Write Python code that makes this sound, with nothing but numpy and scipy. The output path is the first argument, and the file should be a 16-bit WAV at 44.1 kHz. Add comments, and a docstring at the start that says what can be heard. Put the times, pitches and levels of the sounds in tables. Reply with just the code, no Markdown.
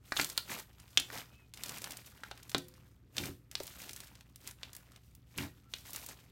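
"""Short pitched pops and a wet, fizzing crackle, close to the microphone in a small quiet room: two hands
knead, lift and fold thick beaded slime on a table. Air pockets crack and ring as they burst, sticky threads
snap as the slime peels off skin and table, and swarms of tiny bubbles sound as loudly as each squeeze or pull
makes them. Knuckles thud softly through the table top, and two faint squeaks slip out as the fingers let go.
Behind the hands lie the short reverberation of the room, a low rumble with faint hiss, and mains hum."""
import sys
import numpy as np
from scipy import signal
from scipy.fft import rfft, irfft
from scipy.io import wavfile
from scipy.ndimage import uniform_filter1d

SR = 44100
rng = np.random.default_rng(int(sys.argv[2]) if len(sys.argv) > 2 else 0)


def inscribe(sig):
    """Save sig as 16-bit PCM at rate SR to the path in sys.argv[1].

    A 1-D sig is mono; a 2-D sig holds one channel per row.
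    Samples are clipped to [-1, 1] before scaling.
    """
    pcm = np.round(np.clip(np.atleast_2d(sig).T, -1, 1) * 32767)
    wavfile.write(sys.argv[1], SR, pcm.astype(np.int16))


N = 278271

# Hands bearing down on the lump. Each row: start of the hold in seconds, hold in seconds,
# squelch of squeezed bubbles in dB, fine crackle in dB, low gulp in dB.
SQUEEZES = [(0.183, 0.044, -48, -40.5, -53.5), (0.508, 0.033, -44, -44.5, -48.5),
            (1.136, 0.048, -46, -48.5, -54), (3.182, 0.091, -50.5, -49.5, -48),
            (5.392, 0.041, -47.5, -50.5, -46)]
SQUEEZE_RISE_DB_PER_S, SQUEEZE_FALL_DB_PER_S = 454, 270.5  # before and after the hold

# Fingers pulling the slime or peeling off it. Each row: tautest moment in seconds, tightening in seconds,
# slackening in seconds, squelch in dB, fine crackle in dB (both when tautest).
PULLS = [(0.25, .2, .23, -58.5, -55), (0.60, 0.035, 0.027, -55.5, -51.5), (0.80, 0.13, 0.12, -67, -71),
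         (0.98, 0.11, 0.21, -62, -59.5), (1.30, 0.088, 0.19, -67.5, -72), (1.711, 0.14, 0.31, -52.5, -52.5),
         (1.91, 0.083, 0.078, -50, -53.5), (2.071, 0.021, 0.045, -61, -54.5),
         (2.16, 0.062, 0.71, -64.5, -67.5), (2.53, 0.076, 0.12, -61.5, -62.5),
         (2.80, 0.17, 0.18, -77, -72.5), (3.86, 0.33, 0.22, -57.5, -54), (4.08, 0.032, .15, -64, -66),
         (4.31, 0.051, 0.045, -71, -74), (4.48, 0.071, 0.036, -57, -55), (4.65, 0.065, 0.33, -63, -69),
         (5.06, 0.064, 0.13, -81, -74.5), (5.33, 0.062, .03, -75, -71.5), (5.58, .05, 0.09, -73, -73.5),
         (5.77, .07, 0.083, -64.5, -58.5), (5.95, 0.094, 0.14, -54.5, -50),
         (6.095, 0.035, 0.041, -54, -53.5), (6.16, .02, 0.14, -64.5, -67)]
SLACK_DB = -8.5  # level at the start and end of a pull, relative to the tautest moment
GRIP_DB_PER_S = 798  # how fast the sound comes and goes outside a pull
PULL_GULP_DB = -5  # low gulp of a pull, relative to its squelch
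# a pull sticks and slips, so its sound comes in short fits
SLIPS_PER_S, SLIP_DEPTH_DB = 70, 2.5
# the lump settling by itself
REST_SQUELCH_DB, REST_CRACKLE_DB, REST_GULP_DB = -81, -85, -72

# Spectrum of the squeezed bubbles. Each row: frequency in Hz, relative level per Hz in dB.
SQUELCH_COLOUR = [(150, -16), (500, 0.5), (1100, 1.5), (2000, 0.5), (3500, -3), (5500, -10.5),
                  (9000, -13.5), (16000, -26.5)]
# Spectrum of the fine crackle of peeling. Each row: frequency in Hz, relative level per Hz in dB.
PEEL_COLOUR = [(400, -31), (2000, -4.5), (4000, 1.5), (6500, 1.5), (9000, 1), (10700, -2.5), (12500, 4.5),
               (16000, -1.5)]
# Spectrum of the low gulps of the lump. Each row: frequency in Hz, relative level per Hz in dB.
GULP_COLOUR = [(40, -11), (110, 4), (280, 0), (450, -7), (700, -18), (1500, -38), (5000, -71)]

# Air pockets bursting. Each row: start in seconds, level of the burst before its reflections in dB,
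# middle cavity pitch in Hz, ring length in cycles (under one counts as one), skin crack relative to the ring in dB.
POPS = [(0.1215, -23.5, 1630, 0.87, -7.5), (0.1663, -27.5, 1440, 1.1, 3.5), (0.1708, -24, 3420, 3.2, -6),
        (0.1912, -26, 1470, 2.8, -8), (0.1977, -20, 2180, 1.6, -5), (0.1974, -34, 870, 0.89, -15.5),
        (0.2135, -25, 4380, 5.6, -0.5), (0.3775, -20.5, 4200, 3.2, -17), (0.3794, -31.5, 1320, 0.88, 2),
        (0.9739, -11.5, 3276, 3.3, -7.5), (1.102, -38.5, 1660.0, 1.5, -11), (2.2351, -34.5, 1580, 2.2, -12),
        (2.3124, -36.5, 1366, 1.3, 0), (2.3141, -38.5, 705, 0.85, -3), (2.547, -21, 3600, 1.34, -26.5),
        (2.5473, -25, 1180, 0.63, -6.5), (2.548, -23.5, 434, 1.88, -40), (3.1818, -23.5, 3380, 1.5, -4.5),
        (3.2369, -35.5, 2200, 3.1, -6), (3.289, -36.5, 379, 5.3, -19), (3.5534, -25.5, 4090, 1.25, -18),
        (3.6048, -31.5, 492, 1.5, -30), (4.6322, -33.5, 3510, 0.93, -27), (5.3848, -29, 2570, 1.2, -9),
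        (5.7377, -29, 3470, 1.46, -13)]

# The strongest sticky threads and tiny blisters snapping. Each row: start in seconds,
# level of the tick before its reflections in dB, centre frequency in Hz.
SNAPS = [(0.225, -41, 6400), (0.2458, -28, 6200), (0.2998, -34, 5750), (0.3768, -25.5, 14000),
         (0.8, -49, 4700), (0.9989, -28.5, 4950), (1.538, -41.5, 3770), (1.5442, -48.5, 4570),
         (1.574, -44, 3100), (1.6358, -30.5, 5100), (1.6608, -38, 5400), (1.6834, -41, 5900),
         (1.694, -34, 4500), (1.7837, -39, 6640), (1.819, -39, 6050), (1.8425, -32, 4300),
         (1.908, -37.5, 6400), (1.9204, -39, 8900), (1.9708, -39.5, 6600), (2.2365, -44.5, 2560),
         (2.376, -48.5, 2700), (2.431, -47, 5800), (2.4954, -40, 5200), (2.502, -45, 8500),
         (2.517, -41, 3270), (2.5813, -33.5, 5400), (2.684, -47, 10600), (2.7397, -55, 4650),
         (3.168, -33.5, 3550), (3.2568, -36, 4800), (3.5143, -41.5, 5000), (3.602, -38.5, 2560),
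         (3.634, -39, 9900), (3.6687, -40, 9550), (3.6776, -41, 3800), (3.819, -43, 4840),
         (3.8937, -38, 3560), (3.9328, -39, 6170), (3.963, -38.5, 7200), (4.004, -40, 5000),
         (4.044, -51, 5700), (4.154, -50, 3200), (4.209, -49.5, 2800), (4.3597, -44.5, 7460),
         (4.475, -35, 6240), (4.511, -43.5, 6350), (4.732, -43.5, 7300), (4.751, -42.5, 7400),
         (4.7655, -40, 10800), (4.9196, -55, 6070), (4.9617, -49, 2965), (5.151, -50, 10100),
         (5.3783, -34, 8200), (5.9329, -35.5, 10200), (5.9611, -33, 7400), (6.0635, -37, 10600),
         (6.0885, -40, 6150)]
# lesser threads part at random, their level relative to the fine crackle of the pull
THREADS_PER_S = 32
THREAD_DB, THREAD_SPREAD_DB, THREAD_HZ, THREAD_SPREAD_OCTAVES = 8, 2.5, 4790, 0.8

# Knuckles landing on the table. Each row: start in seconds, gain of the table ring in dB,
# gain of the dull thump of the lump in dB.
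THUDS = [(0.196, -43.5, -75), (0.975, -49, -73), (2.549, -37.5, -68.5), (3.21, -46, -42.5),
         (3.295, -46.5, -41), (5.386, -39.5, -40.5), (5.432, -42.5, -41)]
# Resonances of the table top. Each row: frequency in Hz, relative level in dB, time to fade by 60 dB in seconds.
TABLE_MODES = [(134, -4, 0.23), (158.8, -7, 0.35), (225, -6.5, 0.27), (277, 1, 0.22), (358.5, -8.5, 0.48),
               (512, -22, 0.75)]
THUMP_HZ, THUMP_FADE_S = 90, .022

# Faint thin squeaks as the fingers let go. Each row: start in seconds, length in seconds,
# pitch at either end in Hz, peak level in dB.
SQUEAKS = [(1.278, .2, 2450, -67), (5.627, .1, 1280, -71)]
SQUEAK_BEND = 0.061  # share by which the pitch arches upward

# Reverberation of the room. Each row: band centre in Hz, time to fade by 60 dB in seconds,
# gain of the noise tail before its band filter in dB.
ROOM_BANDS = [(250, 0.71, -16), (694, 0.19, -11.5), (1780, 0.13, -10.5), (3847, 0.2, -13.5),
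              (8100, 0.26, -24.5), (14000, 0.54, -16.5)]
# Spectrum of the empty room. Each row: frequency in Hz, relative level per Hz in dB.
ROOM_TONE = [(12, -40), (20, -15.5), (74, 2), (107, -0.5), (177, -6.5), (301, -19.5), (410, -38.5),
             (1030, -35), (1290, -25.5), (1400, -34.5), (2260, -36.5), (2460, -39), (2670, -46.5),
             (14300, -56), (16000, -57)]
ROOM_TONE_DB = -65  # rms
# Mains hum. Each row: frequency in Hz, rms level in dB.
HUM = [(60, -68.5), (118, -66)]
TOP_HZ = 16000  # upper limit of the recorder


def kneading(gains):
    """Squeezing squelches, peeling fizzes, and the lump itself gulps under the hands."""
    squelch = bubbles(per_s=2400, low_hz=412, high_hz=7400, cycles=1.5, spread_db=4.5)
    peel = bubbles(per_s=2800, low_hz=1814, high_hz=16600, cycles=0.59, spread_db=-0.5)
    gulps = bubbles(per_s=530, low_hz=104, high_hz=920, cycles=1.2, spread_db=2.0)
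    squelch_gain, peel_gain, gulp_gain = gains
    return (squelch_gain * unit(colour(squelch, SQUELCH_COLOUR))
            + peel_gain * unit(colour(peel, PEEL_COLOUR))
            + gulp_gain * unit(colour(gulps, GULP_COLOUR)))


def bubbles(per_s, low_hz, high_hz, cycles, spread_db):
    """A swarm of tiny bursts, each a fading sine with its own moment, pitch and size; rms 1."""
    t = np.arange(400) / SR
    when, size, tone = rng.random((int(per_s * N / SR), 3)).T
    hz = low_hz * (high_hz / low_hz) ** tone[:, None]
    gain = undb(spread_db * np.minimum(-np.log(1 - size), 4))
    ring = np.sin(2 * np.pi * hz * t) * np.exp(-hz * t / cycles)
    grains = gain[:, None] * np.sqrt(hz) * ring
    places = (when * N).astype(int)[:, None] + np.arange(len(t))
    swarm = np.bincount(places.ravel(), grains.ravel(), N + len(t))[:N]
    # small bubbles outnumber large ones: tilt towards an even spectrum per Hz
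    return unit(colour(swarm, [(10, -33), (20000, 0)]))


def squeezing():
    """Gains of squelch, crackle and gulp: pressure builds, holds and lets go at steady rates in dB."""
    t, gains = np.arange(N) / SR, np.zeros((3, N))
    for s, hold, squelch_db, crackle_db, gulp_db in SQUEEZES:
        before_s, after_s = np.maximum(s - t, 0), np.maximum(t - s - hold, 0)
        fade_db = SQUEEZE_RISE_DB_PER_S * before_s + SQUEEZE_FALL_DB_PER_S * after_s
        gains += undb([[squelch_db], [crackle_db], [gulp_db]]) * undb(-fade_db)
    return gains


def pulling():
    """Gains of squelch, crackle and gulp: each pull grows louder until the slime is taut, then slackens."""
    t, gains = np.arange(N) / SR, np.zeros((3, N))
    for taut, tighten_s, slacken_s, squelch_db, crackle_db in PULLS:
        start, end = taut - tighten_s, taut + slacken_s
        slack = np.interp(t, [start, taut, end], [1, 0, 1])
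        outside_s = np.abs(t - np.clip(t, start, end))
        tension = undb(SLACK_DB * slack - GRIP_DB_PER_S * outside_s)
        levels = undb([[squelch_db], [crackle_db], [squelch_db + PULL_GULP_DB]])
        gains = np.maximum(gains, levels * tension)  # where pulls overlap, the louder is heard
    return gains


def stick_slip():
    """Gain that jumps to a new random level at each slip, slightly smoothed; rms 1."""
    slips = np.cumsum(rng.random(N) < SLIPS_PER_S / SR)
    size = np.clip(rng.standard_normal(N), -2, 2)[slips]
    return unit(uniform_filter1d(undb(SLIP_DEPTH_DB * size), size=64))


def pops():
    """The skin of a pocket cracks and its air rings for a few cycles, rising as the hole widens."""
    out, t = np.zeros(N), np.arange(2048) / SR
    for s, db, hz, cycles, crack_db in POPS:
        age = t * hz / max(cycles, 1)
        pitch = hz * (1 + 0.1 * (np.minimum(age, 1) - .5))
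        envelope = np.exp(-1.5 * age) * (1 - np.exp(-t * hz / 0.15))
        ring = np.sin(2 * np.pi * np.cumsum(pitch) / SR) * envelope
        skin = crack(np.sqrt(hz * 11000), spread=1.14, fade_s=0.0015)
        pop = burst(burst(ring) + undb(crack_db) * skin)
        add(out, s, undb(db) * scatter(pop, share_db=-3.5, lag_s=.0017, fade_s=0.0027))
    return out


def snaps(peeling):
    """Threads part with a dry broad tick: the strong ones, and lesser ones that follow the peeling level."""
    out = np.zeros(N)
    count = int(THREADS_PER_S * N / SR)
    places = rng.integers(0, N, count)
    chance = np.clip(rng.standard_normal((count, 2)), -2, 2)
    threads = [(s, undb(db), hz) for s, db, hz in SNAPS]
    for i, (size, tone) in zip(places, chance):
        gain = peeling[i] * undb(THREAD_DB + THREAD_SPREAD_DB * size)
        threads.append((i / SR, gain, THREAD_HZ * 2 ** (THREAD_SPREAD_OCTAVES * tone)))
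    for s, gain, hz in threads:
        tick = crack(hz, spread=1.85, fade_s=0.00033)
        add(out, s, gain * scatter(tick, share_db=-2.0, lag_s=0.0011, fade_s=0.0032))
    return out


def crack(hz, spread, fade_s, order=1):
    """A film of slime parts: a very short fading noise in a band around hz."""
    t = np.arange(2048) / SR
    return burst(band(rustle(np.exp(-t / fade_s)), hz, spread, order=order))


def scatter(x, share_db, lag_s, fade_s):
    """A click bounces between palms, folds and table within a few milliseconds."""
    t = np.arange(len(x)) / SR
    paths = rustle((t > lag_s) * np.exp(-np.abs(t - lag_s) / fade_s))
    return x + undb(share_db) * burst(signal.fftconvolve(x, paths)[:len(x)])


def thuds():
    """Blows cushioned by the slime thump dully and ring the low modes of the table."""
    out, t = np.zeros(N), np.arange(SR // 2) / SR
    ring = sum(undb(db - 60 * t / t60) * np.sin(2 * np.pi * hz * t) for hz, db, t60 in TABLE_MODES)
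    thump = np.sin(2 * np.pi * THUMP_HZ * t) * np.exp(-t / THUMP_FADE_S)
    cushion = 1 - np.exp(-t / .0028)  # softens the onset
    for s, ring_db, thump_db in THUDS:
        add(out, s, cushion * (undb(ring_db) * ring + undb(thump_db) * thump))
    return out


def squeaks():
    """A thin tone that swells and fades, its pitch arching with its strength."""
    out = np.zeros(N)
    for s, length, hz, db in SQUEAKS:
        arch = np.sin(np.linspace(0, np.pi, int(length * SR)))
        pitch = hz * (1 + SQUEAK_BEND * arch ** 2)
        add(out, s, undb(db) * arch * np.sin(2 * np.pi * np.cumsum(pitch) / SR))
    return out


def room(x, early_db, early_s):
    """Broad early reflections and a soft tail in bands, all arriving 6 ms after the direct sound."""
    t = np.arange(SR // 2) / SR
    arrived = t > .006
    early = rustle(arrived * np.exp(-t / early_s))
    response = undb(early_db) * early / np.linalg.norm(early)
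    for hz, t60, db in ROOM_BANDS:
        fade = arrived * np.exp(-np.log(1000) * t / t60)
        noise = band(rng.standard_normal(len(t)), hz, 1.41, order=2)
        response = response + undb(db) * noise * fade / np.linalg.norm(fade)
    return x + signal.fftconvolve(x, response)[:N]


def room_tone():
    """The empty room: coloured noise as a low rumble with faint hiss, and steady sines as mains hum."""
    t = np.arange(N) / SR
    hum = sum(np.sqrt(2) * undb(db) * np.sin(2 * np.pi * (hz * t + rng.random())) for hz, db in HUM)
    return hum + undb(ROOM_TONE_DB) * unit(colour(rng.standard_normal(N), ROOM_TONE))


def rustle(envelope):
    """Short noise under an envelope, with a nearly even spectrum so that no pitch stands out."""
    x = rng.standard_normal(len(envelope)) * envelope
    for _ in range(3):
        x = irfft(np.exp(1j * np.angle(rfft(x))), len(x))  # keep the phases, level the spectrum
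        x = np.clip(x / np.max(np.abs(x)), -envelope, envelope)
    return x


def colour(x, points):
    """Filter by (Hz, dB) points joined by straight lines over log frequency."""
    hz, db = np.transpose(points)
    f = np.maximum(np.fft.rfftfreq(len(x), 1 / SR), 1)
    return irfft(rfft(x) * undb(np.interp(np.log(f), np.log(hz), db)), len(x))


def band(x, hz, spread, order=1):
    """Band-pass from hz / spread to hz * spread, kept below half the sample rate."""
    spread = max(spread, 1.1)
    edges = [min(hz / spread, .4 * SR), min(hz * spread, .45 * SR)]
    return signal.sosfilt(signal.butter(order, edges, "bandpass", fs=SR, output="sos"), x)


def undb(db):
    """Decibels to gain."""
    return 10 ** (np.asarray(db) / 20)


def unit(x):
    """Scale to rms 1."""
    return x / np.sqrt(np.mean(x ** 2))


def burst(x):
    """Scale a short sound to the energy of one millisecond at rms 1."""
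    return x * np.sqrt(SR / 1000 / np.sum(x ** 2))


def add(track, s, sound):
    """Mix a sound into the track at s seconds."""
    i = max(int(s * SR), 0)
    track[i:i + len(sound)] += sound[:max(N - i, 0)]


def scene():
    """Squeezes and pulls drive the bubbles, pulls the lesser threads; all the slime sounds share the room."""
    pull = pulling()
    rest = undb([[REST_SQUELCH_DB], [REST_CRACKLE_DB], [REST_GULP_DB]])
    gains = np.sqrt(squeezing() ** 2 + (pull * stick_slip()) ** 2 + rest ** 2)
    slime = kneading(gains) + pops() + snaps(peeling=pull[1]) + thuds() + squeaks()
    return (room(slime, early_db=-14.0, early_s=0.03) + room_tone())[None]


def record(dry):
    """The recorder cuts the top with a steep low-pass."""
    return signal.sosfilt(signal.ellip(8, .2, 70, TOP_HZ, fs=SR, output="sos"), dry)


dry = scene()
out = record(dry)
inscribe(out)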